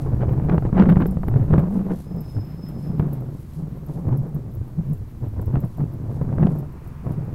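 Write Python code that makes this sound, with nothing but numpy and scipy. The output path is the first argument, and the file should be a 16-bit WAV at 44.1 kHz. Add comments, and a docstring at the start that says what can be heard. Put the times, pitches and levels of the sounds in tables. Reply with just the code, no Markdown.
"""A city sidewalk, walked in gusty wind.
Vortices shed at the microphone throb at a low wandering pitch, tear into rough flutter and pop.
Clothing swishes and hisses by friction; a small metal zip pull rings as it knocks against its slider.
Far traffic rumbles, a brake squeals faintly by stick-slip, and late on one car comes a little closer."""
import sys
import numpy as np
from scipy import signal
from scipy.fft import rfft, irfft, next_fast_len
from scipy.io import wavfile
from scipy.ndimage import uniform_filter1d

SR = 44100
rng = np.random.default_rng(int(sys.argv[2]) if len(sys.argv) > 2 else 0)


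def digitize_waveform(pressure):
    """Quantize a signal to 16-bit integers and store it at the path in sys.argv[1].

    Rows of a 2-D input are taken as channels; values are limited to [-1, 1].
    """
    field = np.atleast_2d(pressure).T
    bounded = np.clip(field, -1, 1)
    quanta = np.round(bounded * 32767).astype(np.int16)
    wavfile.write(sys.argv[1], SR, quanta)


N = 323694
TIME = np.arange(N) / SR
USUAL_WIND_DB = -25   # reference for the strength of wind and turbulence

# the loudest eddy bursts, each part on its own relative scale: start_s, crack_db, thump_db, snap_db
POPS = [(0.223, -16, -32, -48), (0.397, -17.5, -38, -59), (0.485, -9.5, -23, -34), (0.495, -12.5, -13, -24),
        (0.543, -9.5, -22.5, -42), (0.579, -9, -1.5, -32), (0.623, -17, -9.5, -49), (0.652, -25, 1.5, -50),
        (0.728, -22.5, -2.5, -48), (0.797, -14, -24.5, -23), (0.89, -11.5, -15, -31),
        (0.898, -18, -16, -24.5), (0.957, -16, -16, -31), (0.968, -9.5, 2, -30), (1.056, -10, -22, -33),
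        (1.17, -20.5, -6, -47), (1.232, -13.5, -35, -64), (1.283, -12.5, -5.5, -36),
        (1.313, -23, -25.5, -53), (1.339, -15, -21, -42.5), (1.359, -14, -4, -52),
        (1.506, -15.5, -31, -39.5), (1.534, -25, 4, -42), (1.58, -14, 2.5, -25), (2.365, -26, -17, -62),
        (2.996, -11, -2.5, -34.5), (5.394, -18.5, -11, -52), (5.555, -14, -19, -39), (5.57, -27, -1, -42),
        (5.781, -23.5, -21, -66), (6.213, -14.5, -5.5, -52), (6.382, -14.5, -8.5, -56),
        (6.468, -10, -22.5, -33), (7.065, -20.5, -26, -46)]


def from_db(db):
    """Decibels to amplitude ratio."""
    return 10 ** (np.asarray(db) / 20)


def rms_one(x):
    """Normalisation to rms 1."""
    return x / np.sqrt(np.mean(np.abs(x) ** 2) + 1e-20)


def in_time(rows):
    """Linear interpolation of each column of a timed table to every sample."""
    time_s, *columns = np.transpose(rows)
    return [np.interp(TIME, time_s, column) for column in columns]


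def drift(rate_hz):
    """Smooth random fluctuation: noise low-passed at rate_hz, with rms 1."""
    pole = np.exp(-2 * np.pi * rate_hz / SR)
    return rms_one(signal.lfilter([1], [1, -2 * pole, pole * pole], rng.standard_normal(N + SR))[SR:])


def noise(colour):
    """Spectral shaping of white noise by rows of frequency_hz, relative_db; rms 1."""
    hz, level_db = np.transpose(colour)
    size = next_fast_len(N)
    bin_hz = np.maximum(np.arange(size // 2 + 1) * SR / size, 1)
    gain = from_db(np.interp(np.log(bin_hz), np.log(hz), level_db))
    return rms_one(irfft(rfft(rng.standard_normal(size)) * gain, size)[:N])


def evened(x, span_s):
    """Division by the running rms holds the level at 1 and keeps grain finer than span_s."""
    return x / np.sqrt(uniform_filter1d(np.abs(x) ** 2, max(int(span_s * SR), 2)) + 1e-9)


def clicks_at(times_s, level_db):
    """An impulse of the given level at each time."""
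    clicks = np.zeros(N)
    clicks[np.clip(np.round(times_s * SR).astype(int), 0, N - 1)] = from_db(level_db)
    return clicks


def ring(clicks, hz, t60_s):
    """Damped resonator: a unit impulse starts a decaying sine of amplitude 1."""
    radius, angle = from_db(-60 / (t60_s * SR)), 2 * np.pi * hz / SR
    return signal.lfilter([0, np.sin(angle)], [1, -2 * radius * np.cos(angle), radius**2], clicks + 1e-18)


def dying(clicks, time_s):
    """Exponential decay: an envelope that jumps at each impulse and dies away."""
    return signal.lfilter([1], [1, -np.exp(-1 / (time_s * SR))], clicks + 1e-18)


def softened(x, hz):
    """Low-pass filtering rounds off everything above hz."""
    return signal.sosfilt(signal.butter(4, hz, fs=SR, output="sos"), x)


def airflow(gusty_db=2.0, gust_rate_hz=15.8):
    """Breeze and buffets add in power; the shedding rate is their power-weighted mean."""
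    # breeze at the microphone: time_s, strength_db, shedding_hz
    breeze = [(0.0, -23, 130.3), (0.3, -21, 118.6), (0.42, -21.5, 155.4), (0.67, -37.5, 150.4),
              (1.11, -21, 200), (1.2, -28.5, 160.5), (1.48, -27, 128.5), (1.7, -22.5, 198.2),
              (1.9, -23.5, 177.9), (2.03, -38, 164), (2.16, -26.5, 172.1), (2.27, -35, 129.6),
              (2.5, -35.5, 151), (2.68, -32, 157.8), (3.1, -24, 145.5), (3.39, -35.5, 129.7),
              (3.44, -42.5, 125), (3.73, -33, 142), (4.0, -30, 162.2), (4.5, -32, 129.1),
              (5.12, -43, 111.8), (5.64, -26, 134.9), (5.72, -37.5, 122), (6.1, -28, 124),
              (6.52, -24, 153.3), (6.82, -39, 128.4), (7.34, -28, 137)]
    # single buffets on top of it: middle_s, strength_db, length_s, shedding_hz, extra_turbulence_db
    buffets = [(0.227, -25, 0.031, 94, 11.5), (0.497, -22, 0.019, 158.6, 11),
               (0.542, -13, 0.075, 158.2, 0.5), (0.659, -19, .08, 122.6, 2), (0.806, -12, .12, 189.5, 4.5),
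               (0.896, -7.5, 0.063, 181.2, -1.5), (0.971, -17, 0.028, 161.4, 10.5),
               (1.018, -15, 0.078, 164.4, 2.5), (1.378, -15, 0.15, 123.3, -3.5),
               (1.552, -12, 0.1101, 140.1, 0), (1.903, -27, 0.075, 180.7, 9),
               (2.381, -21.5, .07, 112.7, -3.5), (2.895, -21, 0.038, 157.7, -3.5),
               (3.014, -19.5, 0.044, 149.7, -0.5), (3.608, -25, .08, 145.7, -6),
               (4.11, -19, 0.11, 128.6, -2), (4.205, -17, 0.048, 123, -19), (4.353, -24.5, 0.06, 150, -5.5),
               (4.597, -22, 0.076, 97, -16), (4.798, -22, 0.071, 147.9, -8.5),
               (4.9, -20.5, 0.076, 140.4, -12), (5.014, -28, 0.045, 99.2, -11),
               (5.25, -25.5, 0.082, 101.5, -3), (5.385, -23, 0.075, 82, 0), (5.49, -20, 0.054, 95.3, -4),
               (5.562, -15, 0.061, 148, -4), (5.644, -18, 0.036, 143.1, -7.5),
               (5.824, -20, 0.092, 137.9, -1.5), (6.308, -23, 0.047, 146.3, 1),
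               (6.439, -15, 0.1, 171.3, -2.5), (7.097, -26.5, .1, 141.5, 0), (7.197, -20.5, 0.057, 147, -8)]
    breeze_db, breeze_hz = in_time(breeze)
    power = from_db(breeze_db) ** 2
    turbulence, weighted_hz = power, power * breeze_hz
    for middle_s, strength_db, length_s, hz, extra_db in buffets:
        buffet = (from_db(strength_db) * np.exp(-(2 * (TIME - middle_s) / length_s) ** 2)) ** 2
        power = power + buffet
        turbulence = turbulence + buffet * from_db(extra_db) ** 2
        weighted_hz = weighted_hz + buffet * hz
    offset_db = gusty_db * np.clip(drift(gust_rate_hz), -2, 1.5) - USUAL_WIND_DB
    return 10 * np.log10(power) + offset_db, 10 * np.log10(turbulence) + offset_db, weighted_hz / power


def shedding(hz, width_hz, span_s):
    """Vortex shedding: eddies leave an edge almost periodically, wandering in strength and phase."""
    wander = evened(drift(width_hz) + 1j * drift(width_hz), span_s)
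    return np.sqrt(2) * np.real(wander * np.exp(2j * np.pi * np.cumsum(hz) / SR))


def flutter(eddies, turbulence_db, rough_db=-34, torn_db=-61, torn_growth=1.86, crest_db=3.0):
    """Turbulent noise comes in lumps, strongest on eddy crests; its tearing edge grows fastest."""
    # spectra of the rough flutter and the tearing edge: frequency_hz, relative_db
    rough_colour = [(110, -33.5), (200, 4), (300, -1), (450, -8), (700, -14.5), (1000, -21), (1500, -34),
                    (2500, -49.5), (5000, -79.5)]
    torn_colour = [(500, -11), (1000, 3.5), (1500, -3), (2200, -12.5), (3200, -22.5), (4500, -34.5),
                   (7000, -50), (14000, -53.5)]
    lumps = np.clip(drift(74), -2, 2)
    crests = from_db(crest_db * eddies)
    rough = evened(noise(rough_colour) * crests * from_db(2.5 * lumps), span_s=0.082)
    torn = evened(noise(torn_colour) * crests * from_db(6.0 * lumps), span_s=0.06)
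    torn *= from_db(torn_db + torn_growth * turbulence_db)
    return from_db(rough_db + turbulence_db) * rough + torn


def wind(wind_db, turbulence_db, shedding_hz, wander_hz=6.0, push_db=-13.0):
    """Pressure fluctuations on the microphone: a vortex throb, turbulent flutter and a deep swell."""
    # slow pressure swell: time_s, level_db
    swell_curve = [(0.0, -39), (0.04, -26.5), (0.94, -26), (1.22, -27.5), (1.57, -25), (1.74, -39.5),
                   (2.86, -46), (3.0, -39), (3.21, -44.5), (5.58, -36), (6.05, -40), (6.4, -30),
                   (6.52, -39), (7.34, -38)]
    # its spectrum: frequency_hz, relative_db
    swell_colour = [(12, 19), (30, 13.5), (60, 17), (90, 15.5), (140, 13), (250, -51.5)]
    throb = from_db(USUAL_WIND_DB + wind_db + 0.13)
    eddies = shedding(shedding_hz + wander_hz * drift(7.37), width_hz=20.9, span_s=0.062)
    turbulence = flutter(eddies, turbulence_db) * stalls()
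    swell_db, = in_time(swell_curve)
    pressure = np.hypot(from_db(swell_db), throb * from_db(push_db))   # strong gusts push harder
    return throb * eddies + turbulence + pressure * evened(noise(swell_colour), span_s=0.14)


def background(engines_db=-41.5, engine_waver_db=0.5, hiss_waver_db=2.5):
    """Broadband noise: far engines and tyres, plus the faint, wavering hiss of clothing close by."""
    # levels of the tyres and of the clothing's hiss: time_s, level_db
    tyre_curve = [(0, -50), (2, -55), (3.5, -56), (4.6, -55.5), (5.2, -56), (6, -53), (6.8, -54),
                  (7.34, -52.5)]
    cloth_curve = [(0.0, -67), (0.6, -70.5), (1.6, -64), (2.2, -64.5), (2.7, -61), (3.9, -66.5), (4.3, -75),
                   (4.8, -65), (5.1, -63), (5.6, -66), (6.3, -68.5), (6.75, -72), (7.34, -69)]
    # spectra of engines, tyres and the clothing's hiss: frequency_hz, relative_db
    engine_colour = [(20, -20), (50, 0.5), (90, 3), (125, -12.5), (200, -7), (350, -16.5), (600, -35),
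                     (1500, -47.5)]
    tyre_colour = [(200, 6), (500, -14.5), (1000, -1.5), (1500, -9.5), (2200, -15), (3200, -25.5),
                   (5000, -25), (12000, -44)]
    cloth_colour = [(1500, 16), (3000, 8), (4500, 3), (6000, -9), (9000, -22), (12500, 11), (15500, -6)]
    tyres_db, = in_time(tyre_curve)
    cloth_db, = in_time(cloth_curve)
    engines = from_db(engines_db + engine_waver_db * drift(0.31)) * noise(engine_colour)
    cloth_hiss = from_db(cloth_db + hiss_waver_db * drift(9)) * noise(cloth_colour)
    return engines + from_db(tyres_db) * noise(tyre_colour) + cloth_hiss


def clothing(half_width_s=0.052, grain_db=2.5):
    """Sliding friction of fabric on fabric gives soft swells of fine, slightly grainy hiss."""
    # rubs with the stride: middle_s, level_db
    swishes = [(0.01, -61), (1.75, -63), (1.981, -58.5), (2.31, -65), (2.83, -65.5), (3.384, -65.5),
               (3.55, -64), (3.95, -64), (5.741, -66.5), (6.149, -67.5), (6.531, -66.5), (6.879, -69),
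               (7.108, -70)]
    # their spectrum: frequency_hz, relative_db
    swish_colour = [(1200, -11), (2500, 1), (4000, 4.5), (6000, 2), (9000, 3.5), (12500, 7), (15500, -36)]
    rub = sum(from_db(db) * np.exp(-.5 * ((TIME - s) / half_width_s) ** 2) for s, db in swishes)
    return rub * from_db(grain_db * drift(91)) * noise(swish_colour)


def stalls(depth_db=-4.0, length_s=0.0048):
    """Amplitude modulation: the flow slackens for an instant before each loud burst."""
    nearness = sum(np.exp(-.5 * ((TIME - start_s + length_s) / length_s) ** 2) for start_s, *_ in POPS)
    return from_db(depth_db * np.minimum(nearness, 1))


def small_pops(turbulence_db, per_s=8, level_db=-32):
    """Lesser eddies burst as a Poisson process: one impulse each, scaled by the turbulence."""
    born = rng.random(N) < per_s / SR
    scatter_db = np.clip(rng.standard_normal(N), -2, 1.5)
    return born * from_db(level_db + turbulence_db - scatter_db)


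def pops(turbulence_db, lag_s=0.0014):
    """A bursting eddy is a pressure pulse: a low thump, a dull crack and, in big ones, a bright snap."""
    # spectra of crack and snap: frequency_hz, relative_db
    crack_colour = [(150, -10), (400, 13.5), (1000, -2.5), (1700, -15), (2600, -37.5), (5000, -44.5)]
    snap_colour = [(800, -2), (1800, 4), (3000, -13.5), (4500, -24.5), (7000, -37), (14000, -39)]
    start_s, crack_db, thump_db, snap_db = np.transpose(POPS)
    small = small_pops(turbulence_db)
    thump = ring(clicks_at(start_s, thump_db - 1.0) + from_db(7.5) * small, hz=135, t60_s=0.031)
    leak = signal.butter(1, 45, "high", fs=SR, output="sos")   # steady pressure leaks away
    thump = signal.sosfilt(leak, thump)
    tear_s = start_s + lag_s   # the flow tears at the top of the thump
    tears = from_db(-8.5) * (clicks_at(tear_s, crack_db) + small)
    crack = dying(tears, time_s=0.0038) * evened(noise(crack_colour), span_s=0.007)
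    snap = dying(clicks_at(tear_s, snap_db - 2.5), time_s=0.0026)
    snap *= evened(noise(snap_colour), span_s=0.00068)
    return softened(thump + crack, hz=1840) + softened(snap, hz=5040)


def touches(faint_per_s=7.8, faint_db=-52, spread_db=1.5):
    """Impacts of the zip pull on its slider: clear ones at set times, faint ones as a Poisson process."""
    # clear touches: start_s, strength_db, lower_modes_extra_db
    jingles = [(0.3242, -42, -10), (0.8928, -42, 5.5), (0.9997, -41, -16), (1.0649, -32, -4),
               (1.1079, -44, 9), (1.2795, -41, -6), (1.5927, -39.5, 6), (2.2057, -36, -11),
               (2.6843, -43.5, 9), (3.1303, -32.5, -3), (3.2046, -44, -5), (3.8626, -43, -1),
               (4.1714, -37, -4), (4.345, -40, -9), (4.5506, -42, -12), (4.9317, -39.5, 4),
               (5.4135, -39, 3), (5.4575, -42, 4), (5.6017, -39.5, -5), (5.6461, -42.5, 1),
               (5.7728, -47, 1), (5.9364, -47, 2), (6.5863, -39.5, 0), (6.8728, -45, 0), (7.1187, -44, 0)]
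    gap, strength, body = rng.random((120, 3)).T
    start_s = np.cumsum(-np.log(1 - gap)) / faint_per_s
    faint = np.c_[start_s, faint_db + spread_db * (2 * strength - 1), spread_db * (2 * body - 1)]
    return np.r_[jingles, faint[start_s < N / SR]]


def zip_pull(ring_db=-6.5, tick_db=-13.5, scatter_db=3.0, detune=0.0047, t60_scale=0.76, rise_s=0.00086):
    """Modal ringing: each touch ticks and excites the modes, which vary with the way the pull hangs."""
    # modes of the pull: pitch_hz, relative_db, nominal_t60_s
    zip_modes = [(5330, -25, .14), (7620, -21, .12), (9600, -12, .08), (12800, -7, .07), (13020, -3, .08),
                 (15680, -11, .05)]
    start_s, strength_db, body_db = touches().T
    hz, mode_db, t60_s = np.transpose(zip_modes)[:, :, None]
    lower = hz < 11000
    age_s = TIME[:SR // 8]
    ringing = np.zeros(N + len(age_s))
    for touch_s, touch_db, extra_db in zip(start_s, strength_db, body_db):
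        strength, shift, stretch_db = np.clip(rng.standard_normal((3, len(hz), 1)), -2, 2)
        decay = from_db(-60 * age_s / (t60_scale * t60_s * from_db(stretch_db)))
        envelope = decay * (1 - np.exp(-age_s / rise_s))
        gains = from_db(mode_db + extra_db * lower + scatter_db * strength)
        modes = gains * envelope * np.sin(2 * np.pi * hz * (1 + detune * shift) * age_s)
        at = int(touch_s * SR)
        ringing[at:at + len(age_s)] += from_db(touch_db + ring_db) * modes.sum(axis=0)
    contact = dying(clicks_at(start_s, strength_db + tick_db), time_s=0.0056)
    ticks = contact * noise([(4000, -19.5), (8000, -15.5), (13000, 3), (16000, -7.5), (19000, -24)])
    return ringing[:N] + ticks


def brake(pitch_hz=5170, rise_hz=106.9, settle_s=0.053, waver_hz=17.0, stutter_db=5):
    """Stick-slip friction: a far brake disc sings one thin note that stutters as the pad grips."""
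    # the squeal: time_s, level_db
    squeal = [(2.02, -86), (2.1, -66), (2.22, -64.5), (2.41, -61), (2.54, -69.5), (2.66, -55), (2.75, -70),
              (2.9, -65), (3.03, -88)]
    squeal_db, = in_time(squeal)
    start_s, end_s = squeal[0][0], squeal[-1][0]
    hz = pitch_hz - rise_hz * np.exp(-np.maximum(TIME - start_s, 0) / settle_s)   # rises as the pad bites
    stutter = from_db(stutter_db * np.clip(drift(35), -3, 1))
    note = np.sqrt(2) * np.sin(2 * np.pi * np.cumsum(hz + waver_hz * drift(47.84)) / SR)
    braking = (TIME > start_s) & (TIME < end_s)
    return from_db(squeal_db) * stutter * note * braking


def nearer_car(level_db=-55.5, middle_s=6.98, half_width_s=0.38):
    """Level rises with nearness: one car comes closer, its tyres brighter than the rest of the street."""
    nearness = np.exp(-.5 * ((TIME - middle_s) / half_width_s) ** 2)
    tyres = noise([(500, -33), (900, 2), (1300, -3), (1700, -10.5), (2500, -13.5), (6000, -48.5)])
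    return from_db(level_db) * nearness * tyres


def scene():
    """Superposition in one channel: wind on the microphone, the walker close by, the street behind."""
    wind_db, turbulence_db, shedding_hz = airflow()
    gusts = wind(wind_db, turbulence_db, shedding_hz) + pops(turbulence_db)
    return (gusts + clothing() + background() + brake() + zip_pull() + nearer_car())[None, :]


def record(dry):
    """Saturation: the strongest gusts overload the input, and a steep low-pass cuts the top."""
    ceiling, cutoff_hz = .7, 15750
    clipped = dry / (1 + (dry / ceiling) ** 12) ** (1 / 12)
    return signal.sosfilt(signal.ellip(10, .2, 80, cutoff_hz, fs=SR, output="sos"), clipped)


dry = scene()
out = record(dry)
digitize_waveform(out)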